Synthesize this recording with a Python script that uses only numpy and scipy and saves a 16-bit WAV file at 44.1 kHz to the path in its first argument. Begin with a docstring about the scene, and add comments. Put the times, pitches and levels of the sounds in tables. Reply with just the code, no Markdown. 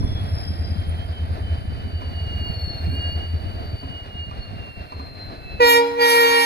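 """Slow train in a rail yard

A diesel locomotive off to the left pulls a long passenger train through an open yard. Its exhaust throbs
and its turbocharger, a fan spun by the exhaust, whines on two notes as it slows. Wheels roar and knock
on the rails, and wind buffets the microphones. At the end a two-note air horn blows twice and echoes."""
import sys
import numpy as np
from scipy import signal
from scipy.fft import rfft, irfft, next_fast_len
from scipy.io import wavfile

SR = 44100
rng = np.random.default_rng(int(sys.argv[2]) if len(sys.argv) > 2 else 0)


def unload_audio(sound):
    """Save the sound as a 16-bit wav file, at the path given as the first command line argument."""
    columns = np.transpose(np.atleast_2d(sound))
    # keep every value between -1 and 1, then stretch to whole-number steps
    steps = np.round(np.clip(columns, -1, 1) * 32767)
    wavfile.write(sys.argv[1], SR, steps.astype(np.int16))


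N = 284443

# two opening wind pops on the microphones, then wheel knocks: t/s, level/dB, brightness/(dB per octave)
POPS_AND_KNOCKS = [(0.029, -28, -4), (0.063, -39, -6), (1.301, -45, -1), (1.381, -32, -8),
                   (2.018, -30, 0.5), (2.461, -36, 0), (2.928, -33, -7.5), (3.155, -31, -6),
                   (3.605, -50, 1), (3.831, -31, -5.5), (4.312, -34.5, 4), (4.667, -36, -1.5),
                   (4.922, -30, 3), (4.997, -25, -3.5), (5.3, -33, 0)]
# brief dips, and one lift, in the wind and the wheel roar: t/s, level change/dB
LEVEL_DIPS = [(1.95, -0.5), (2.15, 2), (3.791, -8), (4.0, -3.5), (4.42, -2.5), (4.728, -11), (4.89, -4),
              (5.12, -2), (5.43, -3.5)]
DIP_WIDTH_S = 0.06


def from_db(db):
    """Turn decibels into a number to multiply a sound by."""
    return 10 ** (np.asarray(db) / 20)


def rms_one(x):
    """Scale a sound so that its average strength (rms) is 1."""
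    return x / np.sqrt(np.mean(x ** 2) + 1e-20)


def in_time(rows):
    """Join a table's timed points with lines: one curve for each column after the time."""
    times, *columns = np.transpose(rows)
    return [np.interp(np.arange(N) / SR, times, column) for column in columns]


def at_hz(points, hz):
    """Read between the rows of a frequency table, giving each octave equal room."""
    known_hz, values = np.transpose(points)
    return np.interp(np.log(np.maximum(hz, 1)), np.log(known_hz), values)


def cut(x, hz, keep="low", order=2):
    """Keep the part of a sound below hz ("low") or above it ("high")."""
    return signal.sosfilt(signal.butter(order, hz, keep, fs=SR, output="sos"), x)


def drift(rate_hz, size=N):
    """A random wobble of typical size 1; a higher rate makes it quicker."""
    noise = rng.standard_normal(size + SR // 2)
    return rms_one(cut(noise, rate_hz, order=3)[-size:])


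def filtered(x, response):
    """Multiply each frequency in a sound by response(hz)."""
    size = next_fast_len(N + SR // 4)
    hz = np.arange(size // 2 + 1) * SR / size
    return irfft(rfft(x, size) * response(hz), size)[..., :N]


def coloured(colour, channels):
    """Noise of strength 1 with the given colour, its mix of low and high frequencies."""
    noise = rng.standard_normal((channels, N))
    return rms_one(filtered(noise, lambda hz: from_db(at_hz(colour, hz))))


def phase_of(hz):
    """How far a tone has turned through its cycles, in radians."""
    return 2 * np.pi * np.cumsum(hz) / SR


def bumps(times, heights, width_s):
    """A curve of bell-shaped bumps, each width_s wide at half its height."""
    t = np.arange(0, N, 40) / SR
    bells = .5 ** ((2 * (t[:, None] - times) / width_s) ** 2)
    return np.interp(np.arange(N) / SR, t, np.sum(heights * bells, axis=1))


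def blade_tone(phase, level_db, smear, width_hz):
    """Swirling air smears a blade's pure tone (smear 0) into noise around the same pitch (smear 1)."""
    smear = np.clip(smear, 0, 1)
    band = (drift(width_hz) * np.sin(phase) + drift(width_hz) * np.cos(phase)) / np.sqrt(2)
    pure = np.sqrt(1 - smear ** 2) * np.sin(phase)
    return from_db(level_db) * np.sqrt(2) * (pure + smear * band)


def turbocharger():
    """Two bladed wheels on one shaft whine: the turbine almost cleanly, the compressor more roughly."""
    # turbine pitch as the shaft slows, is kicked up once and slows again: t/s, f/Hz
    turbine_pitch = [(0.0, 3412), (0.6, 3246), (1.2, 3103), (2.1, 2914), (2.88, 2778), (2.97, 2854),
                     (3.1, 2850), (3.2, 2894), (3.5, 2917), (3.75, 2928), (3.9, 2915), (4.1, 2869),
                     (4.4, 2813), (5.0, 2692), (5.3, 2644), (5.57, 2619)]
    # strength of each wheel's tone: t/s, level/dB
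    turbine_levels = [(0.0, -51), (0.09, -45.5), (0.18, -38.5), (0.34, -55), (0.45, -48.5), (0.58, -51),
                      (0.8, -48.5), (1.08, -49), (1.18, -38.5), (1.33, -67), (1.45, -44.5), (1.85, -50.5),
                      (2.0, -42), (2.1, -46), (2.43, -34), (2.7, -46.5), (2.88, -47.5), (2.97, -39),
                      (3.06, -33), (3.24, -38.5), (3.35, -46.5), (3.7, -49.5), (3.87, -47), (3.96, -36),
                      (4.05, -46.5), (4.23, -36.5), (4.5, -53), (4.59, -44.5), (5.05, -53.5), (5.35, -56.5),
                      (5.49, -46), (5.6, -43.5), (5.7, -75)]
    compressor_levels = [(0.0, -46), (0.2, -56), (0.36, -37), (0.55, -44), (0.8, -53.5), (0.9, -63),
                         (1.05, -58.5), (1.9, -55), (2.43, -44.5), (2.7, -36), (2.88, -46.5), (2.97, -39),
                         (3.4, -52.5), (3.78, -50), (4.14, -63.5), (4.23, -50), (4.32, -62), (4.42, -44),
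                         (4.52, -56), (4.75, -60), (5.22, -40), (5.4, -52), (5.49, -49.5), (5.7, -53)]
    # how noisy each tone is: t/s, turbine smear (0-1), compressor smear (0-1)
    smears = [(0, .45, .9), (1, .4, .9), (2, .25, .65), (2.5, .15, .35), (3.1, .25, .45), (4, .2, .6),
              (5.1, .2, .3), (5.6, .2, .4)]
    # raspy tones at 2 and 3 times the compressor pitch: t/s, 2nd level/dB, 3rd level/dB
    overtones = [(0.0, -64, -85), (0.3, -59.5, -66), (0.9, -54.5, -79), (1.8, -66.5, -76),
                 (2.1, -70.5, -71), (3.0, -64, -66), (3.7, -70.5, -67), (4.3, -76, -88), (5.1, -81, -74),
                 (5.7, -86, -74)]
    # weaker tones of the shaft: multiple of the turbine pitch, level/dB
    shaft_tones = [(.575, -58.5), (0.847, -69.5)]
    # these stand out after the kick: t/s, level change/dB
    shaft_boost = [(0, -3), (2.85, -8), (2.95, 7), (3.9, -7), (4.1, -8), (6.45, -7)]
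    hz, = in_time(turbine_pitch)
    boost_db, = in_time(shaft_boost)
    turbine_smear, compressor_smear = in_time(smears)
    # both tones fade in and out
    turbine_db = in_time(turbine_levels)[0] + 2 * drift(6.5)
    compressor_db = in_time(compressor_levels)[0] + 2 * drift(6.5)
    turbine_phase = phase_of(hz * (1 + 0.0006 * drift(31)))
    compressor_phase = 14 / 9 * turbine_phase
    out = blade_tone(turbine_phase, turbine_db, turbine_smear, width_hz=26.5)
    out += blade_tone(compressor_phase, compressor_db, compressor_smear, width_hz=62)
    for k, level_db in enumerate(in_time(overtones), start=2):
        out += blade_tone(k * compressor_phase, level_db + 2.5 * drift(12), smear=.92, width_hz=60 * k)
    for multiple, level_db in shaft_tones:
        shaft_db = level_db + boost_db + 3.8 * drift(1.3)
        out += blade_tone(multiple * turbine_phase, shaft_db, smear=0.99, width_hz=8.2)
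    return out


def roar_and_rush():
    """Wheels roar and the rail sings; under the horn the low rumble dips and the horn's rush takes over."""
    # wheel roar, then from 5.7 s the horn's rushing noise: t/s, low level/dB, high level/dB
    noise_levels = [(0.0, -42, -37), (0.2, -42, -32.5), (1.3, -45, -34), (2.9, -43.5, -32),
                    (3.5, -41.5, -34), (4.2, -47.5, -35), (5.55, -44.5, -36), (5.7, -50, -26),
                    (6.45, -79, -49)]
    # colour of this noise: f/Hz, level/dB
    noise_colour = [(60, 6), (250, 2.5), (500, 0.5), (900, -8.5), (1500, -13.5), (2300, -18), (3500, -23),
                    (4400, -19.5), (5300, -31), (7000, -45.5), (15500, -46)]
    noise = surround(noise_colour)
    noise += from_db(-12.5) * rms_one(rail_ring(rail_ring(noise)))
    low, high = cut(noise, 1100), cut(noise, 1100, "high")
    flicker_db = 1.3 * drift(11.1)
    swell_times = np.transpose(POPS_AND_KNOCKS)[0] + 0.029  # just after each pop or knock
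    swell = bumps(swell_times, heights=1, width_s=0.041)
    dips_db = bumps(*np.transpose(LEVEL_DIPS), DIP_WIDTH_S)
    low_db, high_db = in_time(noise_levels)
    low_db = low_db + 3.5 * swell + dips_db + flicker_db
    high_db = high_db + 0.5 * swell + 0.29 * dips_db + flicker_db
    return from_db(low_db) * low - from_db(high_db) * high


def rail_ring(x, hz=678, width_hz=230):
    """The rail picks out a broad band of frequencies around its own pitch."""
    decay = np.exp(-np.pi * width_hz / SR)
    gain = (1 - decay ** 2) / 2
    feedback = [1, -2 * decay * np.cos(2 * np.pi * hz / SR), decay ** 2]
    return signal.lfilter([gain, 0, -gain], feedback, x)


def intake():
    """Air drawn into the engine makes a smooth, bright hiss."""
    # strength of the hiss: t/s, level/dB
    hiss_levels = [(0.0, -65.5), (0.43, -63), (0.91, -67), (1.9, -66), (3.8, -66), (4.11, -70),
                   (5.55, -67.5), (5.7, -63)]
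    # colour of the hiss: f/Hz, level/dB
    hiss_colour = [(3000, -26), (5500, -14), (7000, 7), (7900, 1.5), (9000, 7.5), (12500, 8), (14500, -24),
                   (15600, -40)]
    level_db, = in_time(hiss_levels)
    return from_db(level_db) * surround(hiss_colour)


def wind():
    """Wind buffets the microphones with a low, lumpy rumble, partly different on each side."""
    # the rumble between gusts: t/s, level/dB
    wind_levels = [(0.0, -18.5), (0.2, -28.5), (0.97, -30), (1.15, -32.5), (1.5, -28.5), (2.05, -32.5),
                   (2.41, -31.5), (2.8, -31.5), (3.6, -32.5), (4.06, -37.5), (4.54, -32.5), (5.1, -39),
                   (5.5, -36), (5.8, -47), (6.45, -52)]
    # colour of the rumble: f/Hz, level/dB
    wind_colour = [(20, -29), (32, -0.5), (45, -0.5), (90, 3), (150, -7), (260, -11.5), (420, -26),
                   (900, -64), (3000, -96)]
    # short gusts and one lull: t/s, level change/dB
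    gusts = [(1.31, 2.5), (1.98, 2.5), (2.89, 9), (3.16, 11), (3.34, 7), (3.57, 3), (3.74, 5), (3.85, 11),
             (4.81, -3), (5.56, 8)]
    level_db, = in_time(wind_levels)
    level_db += bumps(*np.transpose(gusts), width_s=0.027)
    level_db += bumps(*np.transpose(LEVEL_DIPS), DIP_WIDTH_S)
    shared, left, right = coloured(wind_colour, channels=3)
    rumble = 0.63 * shared + np.array([left, right])
    lumps_db = 3 * np.array([drift(14.2), drift(11.1)]) + 3.54 * drift(35.7)
    return from_db(level_db) * rms_one(from_db(lumps_db) * rumble)


def pops_and_knocks():
    """Two wind pops, then wheels knocking over rail joints; all are made with one rattle and ring."""
    # a wheel's own notes: f/Hz, level/dB, time to fade by 60 dB/s
    wheel_notes = [(271, -3, 0.31), (419, -6, 0.16), (610, -23, 0.037), (1012, 2.5, 0.06),
                   (1184, -3.5, 0.078), (1710, -13, .03), (2460, -5, 0.021), (4360, -11, .02)]
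    times, hit_db, bright_db = np.transpose(POPS_AND_KNOCKS)
    starts = np.round(times * SR).astype(int)
    t = np.arange(SR // 10) / SR
    rattle = rng.standard_normal(len(t)) * from_db(-60 * t / 0.037 - 20.5)
    rattle[0] = 1  # the first sharp hit
    scatters_db = rng.normal(0, 3.4, (len(starts), len(wheel_notes))).T
    ringing = np.zeros(N)
    for (hz, note_db, fade_s), scatter_db in zip(wheel_notes, scatters_db):
        clicks = np.full(N, 1e-18)
        clicks[starts] = from_db(hit_db + note_db - 9 + scatter_db + bright_db * np.log2(hz / 600))
        decay, step = from_db(-60 / (fade_s * SR)), 2 * np.pi * hz / SR
        # each click starts a fading tone
        ringing += signal.lfilter([0, np.sin(step)], [1, -2 * decay * np.cos(step), decay ** 2], clicks)
    return signal.fftconvolve(ringing, rattle)[:N]


def exhaust():
    """Uneven engine firings make the exhaust pipe's low note throb, with a weak tone an octave up."""
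    # one row a throb: middle t/s, peak level/dB, f/Hz, width at half height/s
    throbs = [(0.097, -16.5, 98, 0.014), (0.157, -15, 91, 0.012), (0.219, -20, 92.6, .029),
              (0.256, -20, 91, 0.028), (0.332, -14.5, 85.4, 0.038), (0.371, -14.5, 79, 0.0091),
              (0.518, -21, 83, 0.056), (0.612, -20.5, 81.3, 0.062), (0.721, -18.5, 83.6, 0.046),
              (0.803, -17, 85, .035), (0.921, -18, 81, 0.077), (0.996, -18, 86, 0.02),
              (1.057, -23, 79, 0.015), (1.108, -17.5, 79.5, 0.045), (1.225, -17, 79.5, .044),
              (1.319, -17.5, 80, .045), (1.416, -17.5, 82, .019), (1.455, -20, 82, 0.017),
              (1.527, -12.5, 80.6, 0.042), (1.585, -19.5, 85, .01), (1.686, -15.5, 82.5, 0.018),
              (1.739, -18.5, 74, 0.021), (1.85, -23, 82, 0.046), (1.96, -17, 80, 0.033),
              (2.074, -22, 79.5, 0.032), (2.17, -22, 81.5, 0.044), (2.225, -18, 81, 0.032),
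              (2.267, -19, 80, 0.012), (2.305, -26, 81, 0.027), (2.361, -17.5, 78.4, .027),
              (2.419, -18, 73.5, .03), (2.527, -23.5, 80, 0.017), (2.578, -18.5, 87, 0.019),
              (2.638, -17.5, 79, 0.03), (2.754, -22.5, 94, 0.014), (2.869, -15.5, 82.6, 0.077),
              (2.931, -20, 84, 0.049), (2.989, -18, 81, 0.03), (3.069, -17.5, 84, 0.041),
              (3.169, -19, 80, 0.051), (3.317, -22.5, 81.3, 0.12), (3.357, -18.5, 81.4, 0.032),
              (3.476, -24.5, 87.5, 0.069), (3.571, -22.5, 84, 0.028), (3.7, -25.5, 82, 0.053),
              (3.741, -20.5, 89.6, 0.018), (3.858, -23, 79, 0.031), (3.96, -27, 78.6, 0.026),
              (4.026, -25.5, 79.6, 0.01), (4.09, -36, 83, .03), (4.209, -25.5, 80, 0.055),
              (4.323, -27, 87, 0.021), (4.398, -26.5, 77, 0.016), (4.506, -31, 91, 0.043),
              (4.564, -30, 84.4, 0.016), (4.608, -37, 88, 0.029), (4.812, -24, 70, 0.018),
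              (4.956, -30.5, 92, .028), (5.01, -28.5, 73, 0.05), (5.168, -37, 78, 0.023),
              (5.236, -36, 105, 0.035), (5.298, -35, 96, 0.034), (5.595, -25, 73.4, 0.013)]
    out, t = np.zeros(N), np.arange(N) / SR
    start_phases = rng.uniform(0, 2 * np.pi, len(throbs))
    for (middle_s, peak_db, hz, width_s), start_phase in zip(throbs, start_phases):
        near = slice(max(int((middle_s - 2 * width_s) * SR), 0), int((middle_s + 2 * width_s) * SR))
        offset_s = t[near] - middle_s
        swell = .5 ** ((2 * offset_s / width_s) ** 2)
        phase = 2 * np.pi * hz * offset_s + start_phase
        out[near] += from_db(peak_db) * swell * (np.sin(phase) + from_db(-24.5) * np.sin(2 * phase))
    return out


def horn_blasts():
    """Each blast starts a little high and settles as the air pressure falls; gives pitch and rasp."""
    # the high horn's blasts: start t/s, settled f/Hz, extra f/Hz, settling time/s, amount of rasp
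    blasts = [(5.595, 471, 19, .045, .25), (5.97, 466, 11, .15, .5)]
    t = np.arange(N) / SR
    latest = np.maximum(np.searchsorted(np.transpose(blasts)[0], t) - 1, 0)
    start_s, settled_hz, extra_hz, settling_s, rasp = np.array(blasts)[latest].T
    age_s = np.maximum(t - start_s, 0)
    return settled_hz + extra_hz * np.exp(-age_s / settling_s), rasp


def trumpet(phase, level_db, bright_db, harmonics, start_s=5.58):
    """A flapping metal disc chops air into pulses; more pressure lifts the higher tones."""
    out = np.zeros(N)
    on = slice(int(start_s * SR), N)
    for k, harmonic_db in harmonics:
        lift_db = bright_db[on] * np.log(k) / np.log(6)
        # warm moving air makes the tones waver, the high ones most
        waver_db = 1.06 * np.log(k) * drift(11.3, size=N - on.start)
        out[on] += from_db(level_db[on] + harmonic_db + lift_db + waver_db) * np.cos(k * phase[on] + .38)
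    return out


def horns():
    """Two trumpets share one air valve, so loud that the low one bends the high one's wave to a rasp."""
    # each horn through both blasts: t/s, level/dB, brightness (lift at 6 times the pitch)/dB
    high_levels = [(5.59, -53, -32.5), (5.605, -10.5, -16), (5.63, -10.5, -10), (5.7, -19, 2),
                   (5.77, -14, -5.5), (5.8, -13, -15), (5.85, -20, -32), (5.9, -26, -49.5),
                   (5.96, -25, -21), (6.02, -15.5, -8.5), (6.1, -20, 0.5), (6.15, -16.5, -3.5),
                   (6.25, -14, -6.5), (6.3, -18, -5.5), (6.38, -18, -4), (6.45, -25.5, 2)]
    low_levels = [(5.585, -82, -10), (5.6, -44, -4), (5.63, -36.5, -2), (5.82, -35, -7), (5.96, -44.5, -16),
                  (6.01, -39, 4), (6.45, -37.5, 2.5)]
    # the tones that make up each horn: multiple of its pitch, level/dB
    high_harmonics = [(1, 1), (2, 2.5), (3, -6), (4, 0.5), (5, 0), (6, -6.5), (7, -9), (8, -7.5), (9, -8),
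                      (10, -15), (11, -8.5), (12, -16), (13, -20.5), (14, -15), (15, -17), (16, -24),
                      (17, -23.5), (18, -19.5), (19, -18.5), (20, -15.5), (21, -17), (22, -27), (23, -13.5),
                      (24, -11.5), (25, -13), (26, -38), (27, -18), (28, -13), (29, -18), (30, -32),
                      (31, -18), (32, -32), (33, -25)]
    low_harmonics = [(1, 8), (2, -1), (3, 9.5), (4, 5), (5, 4.5), (6, -3), (7, -2), (8, 1), (9, -2),
                     (10, -0.5), (11, -7), (12, 2.5), (13, -13), (14, -9), (15, -8), (16, -10), (17, 0),
                     (18, -28), (19, -20), (20, -16)]
    high_hz, rasp = horn_blasts()
    high_db, high_bright_db = in_time(high_levels)
    low_db, low_bright_db = in_time(low_levels)
    low_hz = .5855 * high_hz + .14 * np.maximum(-5 - high_bright_db, 0)  # rises as the high horn dulls
    high_phase = phase_of(high_hz * (1 + 0.0015 * drift(55)))
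    low_phase = phase_of(low_hz * (1 + 0.00044 * drift(44)))
    low = trumpet(low_phase, low_db, low_bright_db, low_harmonics)
    swing = cut(low, 700)  # the slow pressure swing does the bending
    high = trumpet(high_phase + rasp * swing, high_db, high_bright_db, high_harmonics)
    ragged = rasp * 0.094 * drift(660)  # the strained disc flaps unevenly
    both = high * (1 + 0.41 * swing + ragged) + low
    return ground_bounce(cut(both, 230, "high"))  # the horn mouths give out little bass


def ground_bounce(x, delay_s=0.000735, echo_db=-14, dull_hz=8300):
    """The stones under the track add a quick, duller echo with its wave turned upside down."""
    echo = lambda hz: from_db(echo_db) * np.exp(-2j * np.pi * hz * delay_s) / (1 + 1j * hz / dull_hz)
    return filtered(x, lambda hz: 1 - echo(hz))


def from_left(x):
    """Sound reaches the left microphone first; the body that holds the pair colours each side."""
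    # how early the left side hears it: f/Hz, lead/ms
    left_lead = [(80, .15), (300, 0.2), (600, 0.44), (1500, 0.48), (16000, 0.462)]
    # how much louder the left is than the right: f/Hz, level/dB
    balance = [(60, -2), (110, 1.5), (200, -1), (380, -2.5), (700, -1), (1290, -3), (2380, -4.5),
               (4400, 4.5), (8120, -4.5), (15000, 1.5)]
    side = np.array([[.5], [-.5]])
    gain = lambda hz: from_db(side * at_hz(balance, hz))
    time_shift = lambda hz: np.exp(2j * np.pi * hz * side * at_hz(left_lead, hz) / 1000)
    return filtered(x, lambda hz: gain(hz) * time_shift(hz))


def surround(colour):
    """Noise that comes partly from the train and partly from all around."""
    # the train's part, heard on both sides: f/Hz, share of the power (0-1)
    train_share = [(60, 0.25), (250, 0.66), (600, 0.67), (2000, 1), (5000, 0.21), (10000, 0.45)]
    shared, *own = coloured(colour, channels=3)
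    share = lambda hz: np.clip(at_hz(train_share, hz), 0, 1)
    direct = filtered(shared, lambda hz: np.sqrt(share(hz)))
    all_around = filtered(own, lambda hz: np.sqrt(1 - share(hz)))
    return from_left(direct) + all_around


def yard_echo(x, fade_s=0.73, level_db=-17.5):
    """Dull echoes off carriages and sheds blur into a fading tail on each side."""
    t = np.arange(SR) / SR
    tail = rng.standard_normal((2, SR)) * from_db(-60 * t / fade_s) * (t > .02)
    tail = cut(tail, 3600, order=1)
    tail /= np.sqrt(np.sum(tail ** 2, axis=1, keepdims=True))
    return from_db(level_db) * signal.fftconvolve(x[None], tail, axes=1)[:, :N]


def scene():
    """The train is heard from the left; the wind's rumble is right at the microphones."""
    echoing = turbocharger() + pops_and_knocks() + horns()
    return from_left(echoing + exhaust()) + yard_echo(echoing) + roar_and_rush() + intake() + wind()


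def record(dry):
    """Round off the loudest peaks and cut the very highest treble."""
    rounded = 1.6 * np.tanh(dry / 1.6)
    return signal.sosfilt(signal.ellip(10, .5, 80, 15500, fs=SR, output="sos"), rounded)


dry = scene()
out = record(dry)
unload_audio(out)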